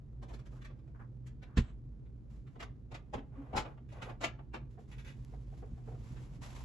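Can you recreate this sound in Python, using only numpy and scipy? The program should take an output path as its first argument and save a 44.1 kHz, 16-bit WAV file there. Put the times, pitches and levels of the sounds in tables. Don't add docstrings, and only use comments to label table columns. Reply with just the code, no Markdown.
import sys
import numpy as np
from scipy import signal
from scipy.fft import rfft, irfft, next_fast_len
from scipy.io import wavfile
from scipy.ndimage import uniform_filter1d, map_coordinates

SR = 44100
rng = np.random.default_rng(int(sys.argv[2]) if len(sys.argv) > 2 else 0)


def digitize_waveform(pressure):
    field = np.atleast_2d(pressure).T
    bounded = np.clip(field, -1, 1)
    quanta = np.round(bounded * 32767).astype(np.int16)
    wavfile.write(sys.argv[1], SR, quanta)


N = 292904
TIME_S, RING_S = np.arange(N) / SR, np.arange(SR // 2) / SR
LEAD_S = 0.03

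def amp(db):
    return 10 ** (np.asarray(db) / 20)

def unit(x):
    return x / np.sqrt(np.mean(x ** 2) + 1e-20)

def along(points, hz):
    knots_hz, values = np.transpose(points)
    return np.interp(np.log(hz + 1), np.log(knots_hz + 1), values)

def wobble(rate_hz):
    knots = rng.standard_normal(int(N * rate_hz / SR) + 4)
    return map_coordinates(knots, [TIME_S * rate_hz])

def filtered(x, response):
    n = x.shape[-1]
    padded = next_fast_len(n + 8192)
    return irfft(rfft(x, padded) * response(np.fft.rfftfreq(padded, 1 / SR)), padded)[..., :n]

def add(track, start_s, sound):
    part = track[..., round(start_s * SR):][..., :sound.shape[-1]]
    part += sound[..., :part.shape[-1]]

# frequency_hz, coherence_ratio
COHERENCE = [(60, 0.91), (150, 0.81), (280, 0.75), (500, 0.62), (900, 0.13), (2000, 0.13), (4000, 0.48),
             (10000, 0.28)]
def diffuse(pair):
    angle = lambda hz: np.arccos(np.clip(along(COHERENCE, hz), -1, 1)) / 2
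    mid, side = filtered(pair, lambda hz: np.array([np.cos(angle(hz)), np.sin(angle(hz))]))
    return np.array([mid + side, mid - side])

def rush(spectrum, grain_db):
    grains = rng.standard_normal((2, N)) * amp(grain_db * wobble(250))
    return unit(filtered(diffuse(grains), lambda hz: amp(along(spectrum, hz))))

def resonances(peaks, hz):
    return sum(amp(db) / (1 + (2 * (hz - centre_hz) / width_hz) ** 2) for centre_hz, width_hz, db in peaks)

def crowded_modes(hz, spacing_hz, depth_db):
    ripple = map_coordinates(rng.standard_normal(512), [hz / spacing_hz], mode="mirror")
    return amp(depth_db * np.minimum(ripple, 1))

def ring(modes, scatter_db):
    hz, db, t60_s = np.transpose(modes)[:, :, None]
    strength = amp(rng.normal(0, scatter_db, (2, len(modes))))
    phase = rng.uniform(0, 2 * np.pi, strength.shape)
    fade = amp(db - 60 * RING_S / t60_s) * (1 - np.exp(-RING_S / 0.0041))
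    angle = 2 * np.pi * hz * RING_S
    sines, cosines = fade * np.sin(angle), fade * np.cos(angle)
    return (strength * np.cos(phase)) @ sines + (strength * np.sin(phase)) @ cosines

# frequency_hz, t60_s
HALL_DECAY = [(200, 0.42), (800, 0.32), (2500, 0.25), (6000, 0.21), (11000, 0.066)]
def impact(rise_s, early_t60_s, tail_db):
    hz, frame_s, spectra = signal.stft(rng.standard_normal((2, len(RING_S))), SR, nperseg=256)
    decay = amp(-60 * np.maximum(frame_s - LEAD_S, 0) / along(HALL_DECAY, hz)[:, None])
    tail = signal.istft(spectra * decay, SR, nperseg=256)[1][:, :len(RING_S)]
    age_s = RING_S - LEAD_S - rise_s
    onset = 1 + np.tanh(age_s / max(rise_s, 0.0005) / 2)
    early = rng.laplace(size=tail.shape) * amp(-60 * np.maximum(age_s, 0) / early_t60_s)
    return onset * (early + amp(tail_db) * tail)

def softness_db(hz, hardness_hz):
    return -10 * np.log10(1 + (hz / hardness_hz) ** 4)

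def strike(blow, spectrum, weight_db, hardness_hz, knock_db, ripple_db):
    colour = lambda hz: amp(along(spectrum, hz)) * crowded_modes(hz, spacing_hz=69.36, depth_db=ripple_db)
    sound = filtered(diffuse(blow), colour)
    bands = [(220, 600, weight_db),
             (600, 1300, knock_db + 0.93 * weight_db),
             (1300, 3500, 0),
             (3500, 13000, softness_db(5930, hardness_hz))]
    out = 0
    for low_hz, high_hz, db in bands:
        band = filtered(sound, lambda hz: 1 / (1 + (hz / high_hz) ** 8) - 1 / (1 + (hz / low_hz) ** 8))
        power = uniform_filter1d(np.mean(band ** 2, axis=0), size=768)
        out = out + amp(db) * band / np.sqrt(power.max())
    return out

def held(strokes, attack_s, release_t60_s):
    power = np.zeros(N)
    for start_s, length_s, db in strokes:
        t = np.arange(int((length_s + release_t60_s) * SR)) / SR
        build_s = attack_s + 0.063 * length_s
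        attack = np.sin(np.pi / 2 * np.minimum(t / build_s, 1)) ** 2
        level = amp(db - 60 * np.maximum(t - length_s, 0) / release_t60_s)
        add(power, start_s, (attack * level) ** 2)
    return np.sqrt(power)

# frequency_hz, level_db
AIR_SPECTRUM = [(20, -29), (38, -1), (60, -1), (88, -12.5), (125, 2), (160, -14), (240, -16), (400, -25),
                (660, -37.5), (1200, -45.5), (3000, -57.5), (11900, -67.5)]
# pitch_hz, width_hz, level_db
VENT_HUMS = [(52.04, 6.1, -53), (123.1, 9, -59), (226.6, 21, -69)]
def ventilation(air_db):
    hum = np.zeros(N)
    for hz, width_hz, db in VENT_HUMS:
        phase = 2 * np.pi * hz * TIME_S
        hum += amp(db) * (wobble(2 * width_hz) * np.cos(phase) + wobble(2 * width_hz) * np.sin(phase))
    swell_db, crest_s, half_width_s = 2.5, 6.27, 0.74
    swell = amp(swell_db * np.exp(-((TIME_S - crest_s) / half_width_s) ** 2))
    return swell * (hum + amp(air_db) * rush(AIR_SPECTRUM, grain_db=1.5))

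# start_s, level_db, weight_db, hardness_hz
FINGER_TAPS = [(0.226, -57.5, 9, 3920), (0.287, -60.5, 4, 4200), (0.304, -61.5, 11.5, 3700),
               (0.336, -55, 0.5, 4700), (0.391, -62.5, 4, 4230), (0.46, -62, 3, 4700),
               (0.524, -73, 17.5, 3000), (0.617, -55, -18, 2860), (0.647, -50, -9, 3000),
               (0.701, -65.5, 9, 1490), (0.787, -74, 5, 3200), (0.875, -72.5, 5.5, 3000),
               (1.267, -60, -10, 6540), (1.426, -54, -4.5, 2420), (2.057, -73, -8, 1600),
               (2.47, -63.5, -2.5, 2500), (2.556, -64, 11.5, 2000), (6.165, -57, -5, 2680),
               (6.431, -52.5, -11, 5600)]
# frequency_hz, level_db
TAP_SPECTRUM = [(250, -4), (500, -9), (1000, -3), (1800, -10), (3000, -14.5), (5000, -8), (7500, -7.5),
                (11500, -13.5)]
def finger_taps(gain_db):
    out = np.zeros((2, N))
    for start_s, db, weight_db, hardness_hz in FINGER_TAPS:
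        blow = impact(rise_s=0.0039, early_t60_s=0.074, tail_db=-7)
        tap = strike(blow, TAP_SPECTRUM, weight_db, hardness_hz, knock_db=-5, ripple_db=5.5)
        add(out, start_s - LEAD_S, amp(db + gain_db) * tap)
    return out

# start_s, level_db
DOOR_KNOCKS = [(0.228, -47), (0.304, -54), (0.335, -46.5), (1.572, -28), (3.137, -41), (3.178, -42),
               (3.54, -42), (3.586, -38), (4.094, -48), (4.267, -45), (4.541, -43.5), (4.568, -49)]
# pitch_hz, level_db, t60_s
KNOCK_MODES = [(224.3, 0.5, 0.15), (362, -6, 0.14), (441, -4, 0.1), (507, -10, 0.1)]
def door_knocks(gain_db):
    out = np.zeros((2, N))
    for start_s, db in DOOR_KNOCKS:
        add(out, start_s, amp(db + gain_db) * diffuse(ring(KNOCK_MODES, scatter_db=0)))
    return out

# start_s, length_s, level_db
SLEEVE_STROKES = [(0.27, 0.078, -77), (0.5, 0.074, -75), (2.29, 0.075, -74.5), (2.47, 0.039, -78.5),
                  (4.695, 0.018, -75.5), (4.78, 0.038, -74), (4.87, 0.043, -71), (4.93, 0.5, -75),
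                  (5.45, 0.17, -75.5), (5.565, 0.028, -70.5), (5.63, 0.2, -78), (5.82, 0.56, -71.5),
                  (6.02, 0.11, -69), (6.17, 0.057, -69), (6.405, 0.063, -56.5), (6.49, 0.12, -62),
                  (6.54, 0.033, -58.5)]
# frequency_hz, level_db
CLOTH_SPECTRUM = [(150, -28), (400, -2), (1000, 3), (1400, -5.5), (2200, -5.5), (4500, -12), (7500, -12.5),
                  (11500, -18.5)]
def sleeve_rustle(gain_db):
    flutter_db = 1.6 * wobble(28)
    envelope = held(SLEEVE_STROKES, attack_s=0.017, release_t60_s=0.31)
    return amp(gain_db + flutter_db) * envelope * rush(CLOTH_SPECTRUM, grain_db=1)

# start_s, length_s, level_db
CASE_RUBS = [(0.55, 0.04, -67.5), (0.942, 0.019, -63.5), (0.989, 0.035, -58), (1.465, 0.12, -69)]
def case_rub():
    spectrum = [(400, -8), (800, -4), (1100, -0.5), (1650, -5), (2000, -13), (2700, -25),
                (4000, -40), (8000, -42)]
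    return held(CASE_RUBS, attack_s=0.0085, release_t60_s=0.15) * rush(spectrum, grain_db=0)

# start_s, level_db
DOOR_THUDS = [(1.572, -15.5), (3.14, -36), (3.539, -32), (3.57, -36), (4.025, -40.5), (5.718, -37.5),
              (6.109, -39)]
# pitch_hz, level_db, t60_s
PANEL_MODES = [(36, 7.5, 0.076), (65.4, 1.5, 0.13), (123, -1.5, 0.13), (172, 5, 0.055), (232.2, -7, 0.12)]
def door_thuds(rise_s):
    boom = sum(amp(db - 60 * RING_S / t60_s) * np.sin(2 * np.pi * hz * RING_S)
               for hz, db, t60_s in PANEL_MODES)
    boom *= 1 - np.exp(-RING_S / rise_s)
    out = np.zeros(N)
    for start_s, db in DOOR_THUDS:
        add(out, start_s, amp(db) * boom)
    return out

# start_s, level_db, weight_db, hardness_hz
LATCH_BLOWS = [(1.572, -32.5, -6, 4600)]
# frequency_hz, level_db
LATCH_SPECTRUM = [(200, 2), (320, -3), (430, 8), (560, -3), (1000, -1), (1500, -1), (2800, -1.5),
                  (4000, -7), (5500, -14), (7500, -12.5), (11500, -25)]
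def latch_crack(gain_db):
    out = np.zeros((2, N))
    for start_s, db, weight_db, hardness_hz in LATCH_BLOWS:
        blow = impact(rise_s=0.003, early_t60_s=0.1, tail_db=-15)
        crack = strike(blow, LATCH_SPECTRUM, weight_db, hardness_hz, knock_db=0.5, ripple_db=2)
        add(out, start_s - LEAD_S, amp(db + gain_db) * crack)
    return out

# start_s, length_s, level_db
HOOK_SHIVERS = [(1.61, 0.091, -66)]
def hook_shiver():
    spectrum = [(400, -1), (1000, 3.5), (1700, -1.5), (3800, -8), (5000, -26), (8000, -12), (11500, -51)]
    return held(HOOK_SHIVERS, attack_s=0.034, release_t60_s=0.17) * rush(spectrum, grain_db=-0.5)

# start_s, level_db, weight_db, hardness_hz
HOOK_CLACKS = [(2.601, -41, -8, 3300), (2.623, -40.5, -5.5, 3400), (2.916, -52, 3, 3970),
               (2.944, -42.5, -4.5, 3680), (3.136, -41, 7.5, 3300), (3.178, -49, -0.5, 2100),
               (3.531, -52.5, 9.5, 2820), (3.547, -51.5, 12.5, 2000), (3.562, -36.5, 2, 7500),
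               (3.576, -30.5, -6.5, 4400), (3.597, -44.5, 1, 5200), (3.652, -47, 2.5, 1700),
               (3.774, -61, 1.5, 1600), (3.921, -57.5, 4, 5500), (4.02, -38.5, -7.5, 2980),
               (4.093, -47.5, 0, 2570), (4.211, -43, 1, 5400), (4.226, -41.5, -0.5, 4800),
               (4.238, -27, -6, 3900), (4.389, -58, 8, 1000), (4.539, -39.5, -1.5, 2300),
               (4.558, -50, 3, 2320)]
# frequency_hz, level_db
CLACK_SPECTRUM = [(150, -5), (230, 8.5), (330, 10), (480, 6.5), (850, 2), (1150, -2), (1500, -8.5),
                  (2700, -12.5), (4000, -16.5), (5500, -20), (7300, -21.5), (11500, -31)]
def hook_clacks(gain_db):
    out = np.zeros((2, N))
    for start_s, db, weight_db, hardness_hz in HOOK_CLACKS:
        blow = impact(rise_s=0.0027, early_t60_s=0.097, tail_db=-10.5)
        clack = strike(blow, CLACK_SPECTRUM, weight_db, hardness_hz, knock_db=2, ripple_db=5)
        add(out, start_s - LEAD_S, amp(db + gain_db) * clack)
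    return out

# pitch_hz, level_db, t60_s
FIRST_HOOK_MODES = [(530, -13, .15), (740, -7, .21), (791, -4, .14), (860, -3, .17), (1026, -8, .15),
                    (1325, -10, .24), (1477, -8, .18), (1603, -15, .18), (1875, -15, .16), (2379, -19, .14),
                    (2904, -15, .13), (4119, -12, .12), (5046, -9, .07), (5921, -12, .07)]
SECOND_HOOK_MODES = [(651, 0, .11), (867, -7, .11), (944, -3, .1), (1190, -9, .12), (2057, -11, .13),
                     (2241, -9, .14), (2719, -4, .14), (3079, -9, .14), (3601, -9, .12), (4672, -14, .12),
                     (5122, -14, .11), (5850, -15, .1), (7450, -19, .09)]
# start_s, hook_name, level_db, hardness_hz
HOOK_STRIKES = [(3.529, "second", -36.5, 700), (3.531, "first", -42, 1000), (3.546, "first", -32, 1200),
                (3.566, "first", -31, 5500), (4.239, "second", -34.5, 4500), (4.54, "second", -48, 5000)]
def hook_twangs(hook, modes, ring_db, weight_share, left_db):
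    plucks = [(start_s, db + ring_db + weight_share * weight_db, hardness_hz)
              for start_s, db, weight_db, hardness_hz in HOOK_CLACKS]
    plucks += [(start_s, db, hardness_hz) for start_s, name, db, hardness_hz in HOOK_STRIKES if name == hook]
    out = np.zeros((2, N))
    for start_s, db, hardness_hz in plucks:
        excited = [(hz, mode_db + softness_db(hz, hardness_hz), t60_s) for hz, mode_db, t60_s in modes]
        add(out, start_s, amp(db) * ring(excited, scatter_db=1))
    return out * amp([[left_db], [-left_db]])

# start_s, length_s, level_db
WIRE_JUDDERS = [(3.163, 0.014, -41), (3.368, 0.034, -40.5)]
# start_s, length_s, level_db
WIRE_DRAGS = [(3.29, 0.4, -62), (3.62, 0.1, -61.5), (3.895, 0.217, -58.5), (4.02, 0.088, -53.5)]
def hook_scrape(grit_db, slip_hz):
    spectrum = [(150, -25), (400, 4), (900, 1.5), (1500, -7), (2500, -16), (5000, -34.5), (11000, -36.5)]
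    grit = rush(spectrum, grain_db=0.8)
    grit = unit(filtered(grit, lambda hz: crowded_modes(hz, spacing_hz=70, depth_db=2)))
    phase = 2 * np.pi * np.cumsum(slip_hz * (1 + 0.028 * wobble(60))) / SR
    tone = np.sin(phase) + amp(-26) * np.sin(2 * phase)
    groan = held(WIRE_JUDDERS, attack_s=0.025, release_t60_s=0.19) * tone
    return amp(grit_db) * held(WIRE_DRAGS, attack_s=0.066, release_t60_s=0.18) * grit + groan

# start_s, length_s, level_db
WIRE_SKIDS = [(3.882, 0.11, -68), (4.015, 0.035, -56.5), (4.912, 0.021, -58.5), (4.979, 0.023, -58),
              (5.044, 0.03, -58), (5.072, 0.025, -55)]
# pitch_hz, width_hz, level_db
WIRE_RESONANCES = [(1630, 73, -3.5), (1910, 57, -0.5), (2567, 51, -1), (2870, 29, -2), (3700, 46, -12)]
def hook_skid(whine_db):
    spectrum = [(700, 4), (1500, 8), (2600, 5), (4500, -3.5), (7500, -9.5), (11500, -13)]
    hiss = rush(spectrum, grain_db=1)
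    hiss = unit(filtered(hiss, lambda hz: crowded_modes(hz, spacing_hz=93.8, depth_db=5)))
    drive = diffuse(rng.standard_normal((2, N)))
    whine = unit(filtered(drive, lambda hz: resonances(WIRE_RESONANCES, hz)))
    return held(WIRE_SKIDS, attack_s=0.004, release_t60_s=0.19) * unit(hiss + amp(whine_db) * whine)

# start_s, level_db
CASE_BUMPS = [(4.777, -55.5), (5.332, -52.5), (5.525, -57), (5.625, -50), (5.775, -59), (5.875, -49),
              (5.915, -55.5), (5.943, -55)]
# pitch_hz, width_hz, level_db
CASE_RESONANCES = [(442, 107, 2.5), (732, 106, -1), (1100, 1370, -18)]
def case_bumps(gain_db):
    out = np.zeros((2, N))
    for start_s, db in CASE_BUMPS:
        blow = diffuse(impact(rise_s=0.004, early_t60_s=0.095, tail_db=-9))
        bump = filtered(blow, lambda hz: resonances(CASE_RESONANCES, hz))
        add(out, start_s - LEAD_S, amp(db + gain_db) * bump / np.abs(bump).max())
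    return out

def tick(start_s, level_db):
    out = np.zeros(N)
    add(out, start_s, amp(level_db) * np.ones(2))
    return out

def scene():
    twangs = hook_twangs("first", FIRST_HOOK_MODES, ring_db=-20, weight_share=1.1, left_db=3)
    twangs += hook_twangs("second", SECOND_HOOK_MODES, ring_db=-29, weight_share=0.61, left_db=6)
    blows = hook_clacks(gain_db=-9.5) + latch_crack(gain_db=-9) + door_knocks(gain_db=-2.5)
    blows += finger_taps(gain_db=-6.5) + case_bumps(gain_db=7.5) + tick(start_s=5.249, level_db=-44.5)
    friction = hook_scrape(grit_db=1.5, slip_hz=277) + hook_skid(whine_db=-4.5)
    friction += case_rub() + hook_shiver() + sleeve_rustle(gain_db=2)
    low = door_thuds(rise_s=0.0058) + ventilation(air_db=-49.5)
    return twangs + blows + friction + low * amp([[-0.9], [0.9]])

def record(dry):
    bottom_hz, top_hz = 35, 11800
    notch_hz, notch_width_hz, notch_db = 9024, 685, -26
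    thinned = signal.sosfilt(signal.butter(4, bottom_hz, "highpass", fs=SR, output="sos"), dry)
    notch = lambda hz: amp(notch_db * np.exp(-((hz - notch_hz) / notch_width_hz) ** 2))
    lowpass = lambda hz: 1 / (1 + (hz / top_hz) ** 160)
    return filtered(thinned, lambda hz: notch(hz) * lowpass(hz))

dry = scene()
out = record(dry)
digitize_waveform(out)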